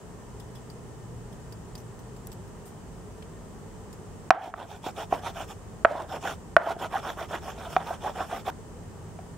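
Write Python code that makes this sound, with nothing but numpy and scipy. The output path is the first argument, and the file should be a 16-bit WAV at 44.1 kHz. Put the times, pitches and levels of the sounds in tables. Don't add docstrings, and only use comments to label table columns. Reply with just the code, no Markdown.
import sys
import numpy as np
from scipy import signal
from scipy.io import wavfile
from scipy.ndimage import uniform_filter1d

SR = 44100
rng = np.random.default_rng(int(sys.argv[2]) if len(sys.argv) > 2 else 0)


def store_wav(level_fs):
    pcm = np.round(np.clip(np.atleast_2d(level_fs), -1, 1) * 32767)
    wavfile.write(sys.argv[1], SR, pcm.T.astype(np.int16))


def to_linear_factor(level_db):
    exponent = np.asarray(level_db, float) / 20
    return 10 ** exponent


N = 413327

# t/s, peak level/dB, bowl f/Hz, pestle f/Hz, hardness of the landing/dB
KNOCKS = [
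    (4.304, -3, 742, 1360, 2),
    (5.123, -9.5, 725, 1030, -16),
    (5.847, -3, 665, 1354, -8),
    (6.564, -2, 665, 1378, -5),
    (7.763, -8, 747, 1225, -2),
]
# t/s, peak level/dB, pestle level re bowl/dB, hardness/dB
TAPS = [
    (4.538, -31.5, 10.5, -21),
    (9.187, -33, -12, -6),
]
# pestle t60/s, bounce delay t/s, bounce level/dB
REBOUNDS = [(0.0051, 0.00469, -6.5), (0.025, 0.003, -10), (0.0082, .0054, -2), (0.0091, 0.00269, -5),
            (0.011, 0.0054, -11), (0.0064, .0045, -20), (.0066, .005, -20)]
# f/Hz, level/dB, t60/s
EDGE_TONES = [(985, -2.5, 0.0087), (2390, -12, 0.016), (2680, -22, 0.016), (3670, -24, 0.013),
              (4570, -24, 0.0063), (5550, -33, 0.014), (7540, -50, .01)]
# f/Hz, width/Hz, level re bowl tone/dB
ROOM_TAIL = [(1664, 540, -18), (2250, 24, -21), (3000, 160, -32.5)]
TAP_BOWL_HZ, TAP_PESTLE_HZ = 720, 1240
PESTLE_DB, PESTLE_DB_PER_OCTAVE = -2, 33.5
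THUD_DB, THUD_PER_SOFTNESS = -12.5, 0.37
ROOM_TAIL_DB = -29.5
CRACK_DB, CRACK_FOLLOWS = -7.5, 4.5


def knocks():
    out, t = np.zeros(N), np.arange(round(.3 * SR)) / SR
    hits = []
    for s, db, bowl_hz, pestle_hz, hard_db in KNOCKS:
        pestle_db = PESTLE_DB + PESTLE_DB_PER_OCTAVE * np.log2(pestle_hz / 1300)
        hits.append((s, db, bowl_hz, pestle_hz, pestle_db, hard_db))
    for s, db, pestle_db, hard_db in TAPS:
        hits.append((s, db, TAP_BOWL_HZ, TAP_PESTLE_HZ, pestle_db, hard_db))
    for hit, rebound in zip(hits, REBOUNDS):
        s, db, *nature = hit
        add(out, s + 0.001616, to_linear_factor(db + 5.0) * one_blow(t, *nature, *rebound))
    return out


def one_blow(t, bowl_hz, pestle_hz, pestle_db, hard_db, pestle_t60, rebound_s, rebound_db):
    blow = mode(t, bowl_hz, 0.061) * (1 - np.exp(-t / 0.0026))
    late = t - rebound_s
    bounce = to_linear_factor(rebound_db) * mode(late, pestle_hz, 0.0068) * np.tanh(late / 0.000083)
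    blow += to_linear_factor(pestle_db) * (mode(t, pestle_hz, pestle_t60) + bounce)
    blow -= to_linear_factor(pestle_db - 22.0) * mode(t, 1920, 0.032) * (1 - np.exp(-t / 0.00066))

    contact = signal.butter(2, [450, 5000], "band", fs=SR, output="sos")
    top_hz = np.clip(3500 * to_linear_factor(0.17 * hard_db), 1500, 9000)
    dull = signal.butter(2, top_hz, fs=SR, output="sos")
    blow = signal.sosfilt(dull, signal.sosfilt(contact, blow))

    edge = 0
    for hz, level_db, t60 in EDGE_TONES:
        edge = edge + to_linear_factor(level_db + rng.normal(0, 2.0)) * mode(t, hz * rng.normal(1, 0.02), t60)
    edge = edge * to_linear_factor(hard_db)
    crack = peak(rng.standard_normal(len(t)), 3600, 3000) * to_linear_factor(-60 * t / 0.0024)
    edge += to_linear_factor(CRACK_DB + CRACK_FOLLOWS * hard_db - 7.0) * crack
    thud = to_linear_factor(THUD_DB - 4 - THUD_PER_SOFTNESS * hard_db) * mode(t, 400, 0.023)
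    blow += (edge + thud) * (1 - np.exp(-t / 0.00041))
    blow *= 1 / (1 + (t / 0.0073) ** 4)

    room_tail = rms_one(body(rng.standard_normal(len(t)), [(bowl_hz, 70, 0)] + ROOM_TAIL))
    return blow + to_linear_factor(ROOM_TAIL_DB - 60 * t / .5) * (1 - np.exp(-t / 0.038)) * room_tail


# t/s, peak level/dB, f/Hz, thud level re peak/dB
LUMPS = [(4.475, -30, 727, 0.5), (4.865, -21, 776, 2.5), (5.192, -39, 780, -18), (5.358, -29, 674, -15),
         (5.404, -29, 794, -23), (5.909, -17.5, 600, -19), (5.952, -24, 720, -2), (6.115, -24, 770, -16),
         (6.254, -18, 737, -20), (6.672, -16.5, 674, -26), (6.705, -17, 700, -27), (6.765, -29, 696, 2.5),
         (6.941, -19, 886, -28), (6.955, -14, 796, -37), (7.172, -31, 610, 2), (7.214, -25, 640, -22),
         (7.31, -28, 627, -20), (7.907, -17.5, 705, -20), (8.06, -23, 816, -13.5), (8.169, -24.5, 720, -21),
         (8.205, -17, 707, -5.5), (8.327, -16.5, 716, -14), (8.478, -21.5, 694, -20),
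         (8.498, -32, 750, -25)]
# f/Hz, width/Hz, level/dB
BOWL_WOOD = [(390, 300, -13), (582, 47, -4.5), (670, 92, -4), (796, 134, -2.5), (941, 82, -5)]
# f/Hz, width/Hz, level/dB
SHAFT = [(1091, 102, 0), (1224, 140, -0.5), (1467, 247, -4), (1900, 340, -13)]
# f/Hz, width/Hz, level/dB
GRIT = [(2364, 300, -3), (3020, 520, -2), (3510, 380, -1.5)]
# f/Hz, width/Hz, level/dB
DUST = [(4500, 150, -6.5), (5330, 160, 2.5), (6050, 430, -2.5), (7080, 460, -3), (8840, 1300, -7.5),
        (12000, 1500, -9.5), (14800, 4300, -15)]
SNAP_DB, SNAP_FOLLOWS = -17, 1


def rubbing():
    t = np.arange(N) / SR
    clumps, slips = drift(60), grains(2000, 3.2, N)
    bowl_gain, shaft_gain, grit_gain, dust_gain = stroke_gains(t)
    wood = bowl_gain * rms_one(body(slips, BOWL_WOOD, shift_db=2.2))
    wood = wood - shaft_gain * rms_one(body(slips, SHAFT, shift_db=2.2))
    wood = wood * to_linear_factor(1.84 * clumps - 0.5)
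    crush_lumps(wood, t[:2000])

    mid, side = rms_one(body(grains(3000, 3., (2, N)), GRIT, shift_db=2.2))
    grit = mid * to_linear_factor([[-1.6], [1.6]]) + 0.35 * side * [[1], [-1]]
    grit = grit_gain * to_linear_factor(1.6 * clumps) * grit
    mid, side = rms_one(body(grains(9000, 3., (2, N)), DUST, shift_db=2.4))
    dust = 0.73 * mid + 0.53 * side * [[1], [-1]]
    return wood, grit + dust_gain * to_linear_factor(1.0 * clumps) * dust


def crush_lumps(wood, t):
    middle, _, _, bright_db, _ = np.transpose(sum(STROKES + GRIND, []))
    for start, db, hz, thud_db in LUMPS:
        snap_db = SNAP_DB + SNAP_FOLLOWS * np.interp(start, middle, bright_db)
        snap = mode(t, 1550, 0.019) - 0.29 * mode(t, 2660, 0.0095) + 0.27 * mode(t, 4000, 0.0092)
        crunch = mode(t, hz, 0.042) + to_linear_factor(thud_db) * mode(t, 377, 0.021) + to_linear_factor(snap_db) * snap
        add(wood, start, to_linear_factor(db) * crunch * (1 - np.exp(-t / 0.00091)))


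# middle t/s, length/s, bowl level/dB, brightness/dB, pestle chatter/dB
STROKES = [
    [(4.358, 0.042, -34.5, -11, -5), (4.452, 0.15, -41.5, 1, -10), (4.61, 0.14, -40, -1.5, -1.5),
     (4.728, 0.15, -46, 6.5, -2), (4.872, .11, -36, 6, -3.5), (5.004, .13, -34, 4, -1),
     (5.15, 0.12, -33, 2, -3.5), (5.271, .12, -33.5, 4, 1), (5.4, 0.15, -34.5, 3, 1),
     (5.51, 0.094, -50.5, 12, 6)],
    [(5.9, .11, -40, -10, 2.5), (5.992, 0.16, -33, -5, -3), (6.14, 0.14, -33, 1, -0.5),
     (6.282, 0.17, -32.5, 5, 2)],
]
# middle t/s, length/s, bowl level/dB, brightness/dB, pestle chatter/dB
GRIND = [
    [(6.615, 0.11, -40, -14, 4), (6.694, 0.16, -34, -2.5, 0.5), (6.833, 0.12, -32.5, 1.5, 1),
     (6.958, 0.14, -32.5, 0.5, 5), (7.083, 0.16, -33.5, 3.5, 4), (7.213, .13, -34, 2, 5.5),
     (7.342, 0.13, -32, 2, 4), (7.476, 0.15, -39, 6, 3), (7.635, 0.27, -40, 3, 0),
     (7.745, 0.11, -42.5, 8, 4)],
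    [(7.806, 0.1, -38.5, 0, 1), (7.908, 0.18, -38, 4, 2), (8.068, 0.16, -31, -0.5, -3.5),
     (8.206, 0.16, -35, 3, 5), (8.348, 0.18, -36, 4.5, 3), (8.49, 0.095, -30, 2, 2.5)],
]
# level re bowl/dB, share of the stroke's colour, power of speed, lead/s
LAYERS = [(0.5, 0.097, 2.38, 0.00051), (-5, 0.91, 2.53, 0.0017), (-15.5, 0.95, 1.64, 0.0011),
          (-20.5, 1.4, 1.18, 0.0013)]
LIFT_S = 8.503
DUST_HUSH_DB, DUST_HUSH_S = 7, 0.055


def stroke_gains(t):
    gains = np.zeros((len(LAYERS), N))
    for middle, length, db, bright_db, chatter_db in sum(STROKES + GRIND, []):
        span = t[:round(length * SR)]
        colours = (0, chatter_db, bright_db, bright_db)
        for gain, (level_db, share, power, lead), colour_db in zip(gains, LAYERS, colours):
            stroke = to_linear_factor(db + level_db + share * colour_db) * arch(span, 0, length) ** power
            add(gain, middle - length / 2 - lead, stroke)
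    hush_db = 0
    for s, db, *_ in KNOCKS:
        hush_db = hush_db + DUST_HUSH_DB * to_linear_factor(db) * (t > s) / (1 + ((t - s) / DUST_HUSH_S) ** 4)
    gains[-1] *= to_linear_factor(-hush_db)
    return gains * uniform_filter1d((t < LIFT_S) * 1., size=90)


# t/s, peak level/dB, blade f/Hz, length/s, scratch level/dB
TICKS = [(0.398, -38.5, 3420, 0.012, -1), (0.551, -39, 3340, 0.02, -3), (0.699, -38.5, 4560, 0.012, -6),
         (1.3258, -45, 3360, 0.011, 0), (1.523, -35, 4840, 0.0079, -5), (1.753, -30.5, 4800, 0.0064, -6),
         (1.777, -38, 6000, 0.016, -1), (1.8, -50, 5700, 0.012, 6), (1.99, -44, 6030, 0.012, 2),
         (2.163, -42, 7300, 0.013, -6), (2.27, -33, 5700, 0.0022, 16), (2.317, -36, 7750, 0.0097, -4),
         (2.327, -38, 13000, 0.0085, -2), (2.476, -48, 8120, 0.012, 0), (2.654, -41, 8560, 0.028, 4),
         (2.676, -43, 7000, 0.013, -2), (3.177, -49, 7750, 0.012, -6), (3.224, -35, 2940, 0.006, -30),
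         (3.928, -37.5, 7200, 0.0098, -2), (5.19, -42, 3330, 0.0078, -13)]
BLADE_RING_DB, RING_DB_PER_OCTAVE = -6.5, -7


def knife():
    out, t = np.zeros((2, N)), np.arange(round(.1 * SR)) / SR
    scratch_modes = [(8100, 1300, 9), (11500, 1100, 13.0), (13000, 2300, 12), (15400, 1200, -5)]
    for s, db, hz, length, scratch_db in TICKS:
        rise = 1 - np.exp(-t / max(0.27 * (length - .008), .0005))
        shape = np.exp(-t / max(length, .001)) * rise
        noise = rng.standard_normal((2, len(t))) * 2.9 + rng.standard_normal(len(t))
        ring_db = BLADE_RING_DB + RING_DB_PER_OCTAVE * np.log2(hz / 5000) + min(scratch_db + 14, 0)
        rasp = narrow(noise, hz, 630) + to_linear_factor(ring_db) * narrow(noise, 5150, 600)
        click_width_hz = np.clip(8000 * to_linear_factor(.5 * scratch_db), 1500, 9000)
        rasp += 2.0 * rms_one(peak(noise, 2200, click_width_hz)) * np.exp(-t / 0.011)
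        rasp += to_linear_factor(scratch_db) * rms_one(body(noise, scratch_modes))
        add(out, s, to_linear_factor(db - 15) * shape * rasp * to_linear_factor([[.3], [-.3]]))
    return out


def room(x):
    t = np.arange(round(.3 * SR)) / SR
    tail = rng.standard_normal((2, len(t))) * to_linear_factor(-60 * t / 0.18) * (t > .006)
    tail = signal.lfilter([1], [1, -.8], tail)
    return signal.fftconvolve(x[None], tail / np.sqrt(np.sum(tail ** 2) / 2), axes=1)[:, :N]


# f/Hz, level per Hz/dB
HOUSE = [(15, -41), (25, -15), (46, -1.5), (118, -6.5), (208, -4.5), (238, -11.5), (313, -13), (427, -14.5),
         (560, -17), (984, -17), (1130, -21), (1830, -30), (2600, -34.5), (3380, -72), (5720, -120)]
# f/Hz, level per Hz/dB
HISS = [(1530, -40), (2600, -10), (2910, 4), (3210, -12.5), (4110, -7), (6610, -3), (7340, -3.5),
        (9410, -5), (10900, -14.5), (15700, -14.5)]
# f/Hz, width/Hz, level/dB
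HUMS = [(163.5, 32, -53), (409.7, 120, -52.5), (1818, 95, -70.5), (7750, 880, -68),
        (8213, 45, -78.5)]
# start t/s, length/s, f/Hz, level/dB
DRONE = [
    (0.1, 2.55, 118.9, -47.5),
    (2.6, 1.3, 123.7, -61),
    (1.6, 1.9, 99.9, -54),
    (3.0, 3.4, 100.6, -50),
    (3.0, 1.45, 62, -67),
    (5.0, 4.7, 84.5, -52),
    (6.2, 1.93, 100.6, -60),
    (7.0, 0.78, 63.6, -51),
    (8.4, 1.1, 100.3, -49.5),
]
HOUSE_DB, HISS_DB = -42, -60.5
WHINE_HZ, WHINE_DB = 3015, -78
STEADY_SHARE = 0.93
DRONE_WIDTH_HZ, SWELL_POWER = 10.4, 0.35


def house():
    t = np.arange(N) / SR
    air = to_linear_factor(HOUSE_DB - 2.5) * bands(HOUSE, 28.17, 2658) + to_linear_factor(HISS_DB) * bands(HISS, 2690, 16100)
    noise = rng.standard_normal((2, N)) * 0.61 + rng.standard_normal(N)
    for start, length, hz, db in DRONE:
        tone = np.sin(2 * np.pi * hz * t + 2.05 * drift(1.65))
        motor = np.sqrt(2 * STEADY_SHARE) * tone
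        motor = motor + np.sqrt(1 - STEADY_SHARE) * narrow(noise, hz, DRONE_WIDTH_HZ)
        air += to_linear_factor(db) * arch(t, start, length) ** SWELL_POWER * motor
    air += to_linear_factor(WHINE_DB) * np.sqrt(2) * np.sin(2 * np.pi * WHINE_HZ * t)
    for hz, width, db in HUMS:
        air += to_linear_factor(db) * narrow(noise, hz, width)
    return air


# f/Hz, left-right likeness (0 to 1)
LIKENESS = [(60, 0.67), (180, 0.63), (550, 0.75), (1650, 0.18), (4970, -0.0), (15000, 0.011)]


def bands(spectrum, low_hz, top_hz):
    out, edges = 0, np.geomspace(low_hz, top_hz, round(3 * np.log2(top_hz / low_hz)))
    white = rng.standard_normal((2, 2, N))
    for k, (low, high) in enumerate(zip(edges, edges[1:])):
        band = signal.butter(2, [low, high], "band", fs=SR, output="sos")
        mid, side = signal.sosfilt(band, white[k % 2])
        hz = np.sqrt(low * high)
        alike = np.clip(at_hz(LIKENESS, hz), 0, 1)
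        stereo = np.sqrt(1 + alike) * mid + np.sqrt(1 - alike) * side * [[1], [-1]]
        out = out + to_linear_factor(at_hz(spectrum, hz)) * stereo
    return rms_one(out)


# t/s, dip level/dB
DIPS = [
    (4.294, 12.5),
    (5.836, 2.5),
    (6.546, 4.5),
]


def recorder_dips():
    t, dip_db = np.arange(N) / SR, 0
    for s, db in DIPS:
        age = np.maximum(t - s, 0)
        recovery = 0.57 * np.exp(-age / 0.16) + 0.94 * np.exp(-age / 0.3)
        dip_db = dip_db + db * (1 - np.exp(-age / .002)) * recovery
    return to_linear_factor(-dip_db)


def rms_one(x):
    return x / np.sqrt(np.mean(x ** 2) + 1e-20)


def at_hz(points, hz):
    points_hz, values = np.transpose(points)
    return np.interp(np.log(hz), np.log(points_hz), values)


def drift(rate):
    r = np.exp(-40 * np.pi * rate / SR)
    slow = signal.lfilter([1], [1, -2 * r, r * r], rng.standard_normal(N // 20 + 4002))[4000:]
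    return np.interp(np.arange(N) / 20, np.arange(len(slow)), rms_one(slow))


def peak(x, hz, width_hz):
    r = np.exp(-np.pi * width_hz / SR)
    turn = [1, -2 * r * np.cos(2 * np.pi * hz / SR), r * r]
    return signal.lfilter(np.array([1, 0, -1]) * (1 - r * r) / 2, turn, x)


def narrow(noise, hz, width_hz):
    return rms_one(peak(peak(noise, hz, width_hz), hz, width_hz))


def body(x, modes, shift_db=0):
    out = 0
    for k, (hz, width, db) in enumerate(modes):
        if shift_db:
            db = db + shift_db * drift(15.2)
        out = out + (-1) ** k * to_linear_factor(db) * peak(x, hz, width)
    return out


def mode(t, hz, t60):
    return (t > 0) * np.sin(2 * np.pi * hz * t) * to_linear_factor(-60 * np.maximum(t, 0) / t60)


def grains(per_s, spread_db, size):
    sizes = to_linear_factor(spread_db * np.minimum(rng.exponential(1, size), 4)) * rng.choice([-1, 1], size)
    return rms_one(sizes * (rng.random(size) < per_s / SR))


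def arch(t, start, length):
    return np.sin(np.pi * np.clip((t - start) / length, 0, 1))


def add(track, s, sound):
    i = round(s * SR)
    track[..., i:i + sound.shape[-1]] += sound[..., :N - i]


def scene():
    wood, powder = rubbing()
    blows = knocks()
    direct = wood + blows
    bowl = direct * to_linear_factor([[-.7], [.7]])
    bowl = bowl + to_linear_factor(-13.0) * peak(direct, 1950, 1700) * [[-1], [1]]
    bowl = bowl + room(to_linear_factor(-21.5) * wood + to_linear_factor(-25.0) * blows)
    return bowl + powder + knife() + recorder_dips() * house()


def top_cut(x):
    return signal.sosfilt(signal.butter(12, 16730, fs=SR, output="sos"), x)


def record(dry):
    notch_hz, notch_width_hz, top_hz = 7900, 110, 15740
    b, a = signal.iirnotch(notch_hz, notch_hz / notch_width_hz, fs=SR)
    band_limit = signal.ellip(8, .5, 60, top_hz, fs=SR, output="sos")
    mix = signal.sosfilt(band_limit, signal.lfilter(b, a, dry))
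    mix = np.clip(mix, -1, 1)
    return top_cut(mix)


dry = scene()
out = record(dry)
store_wav(out)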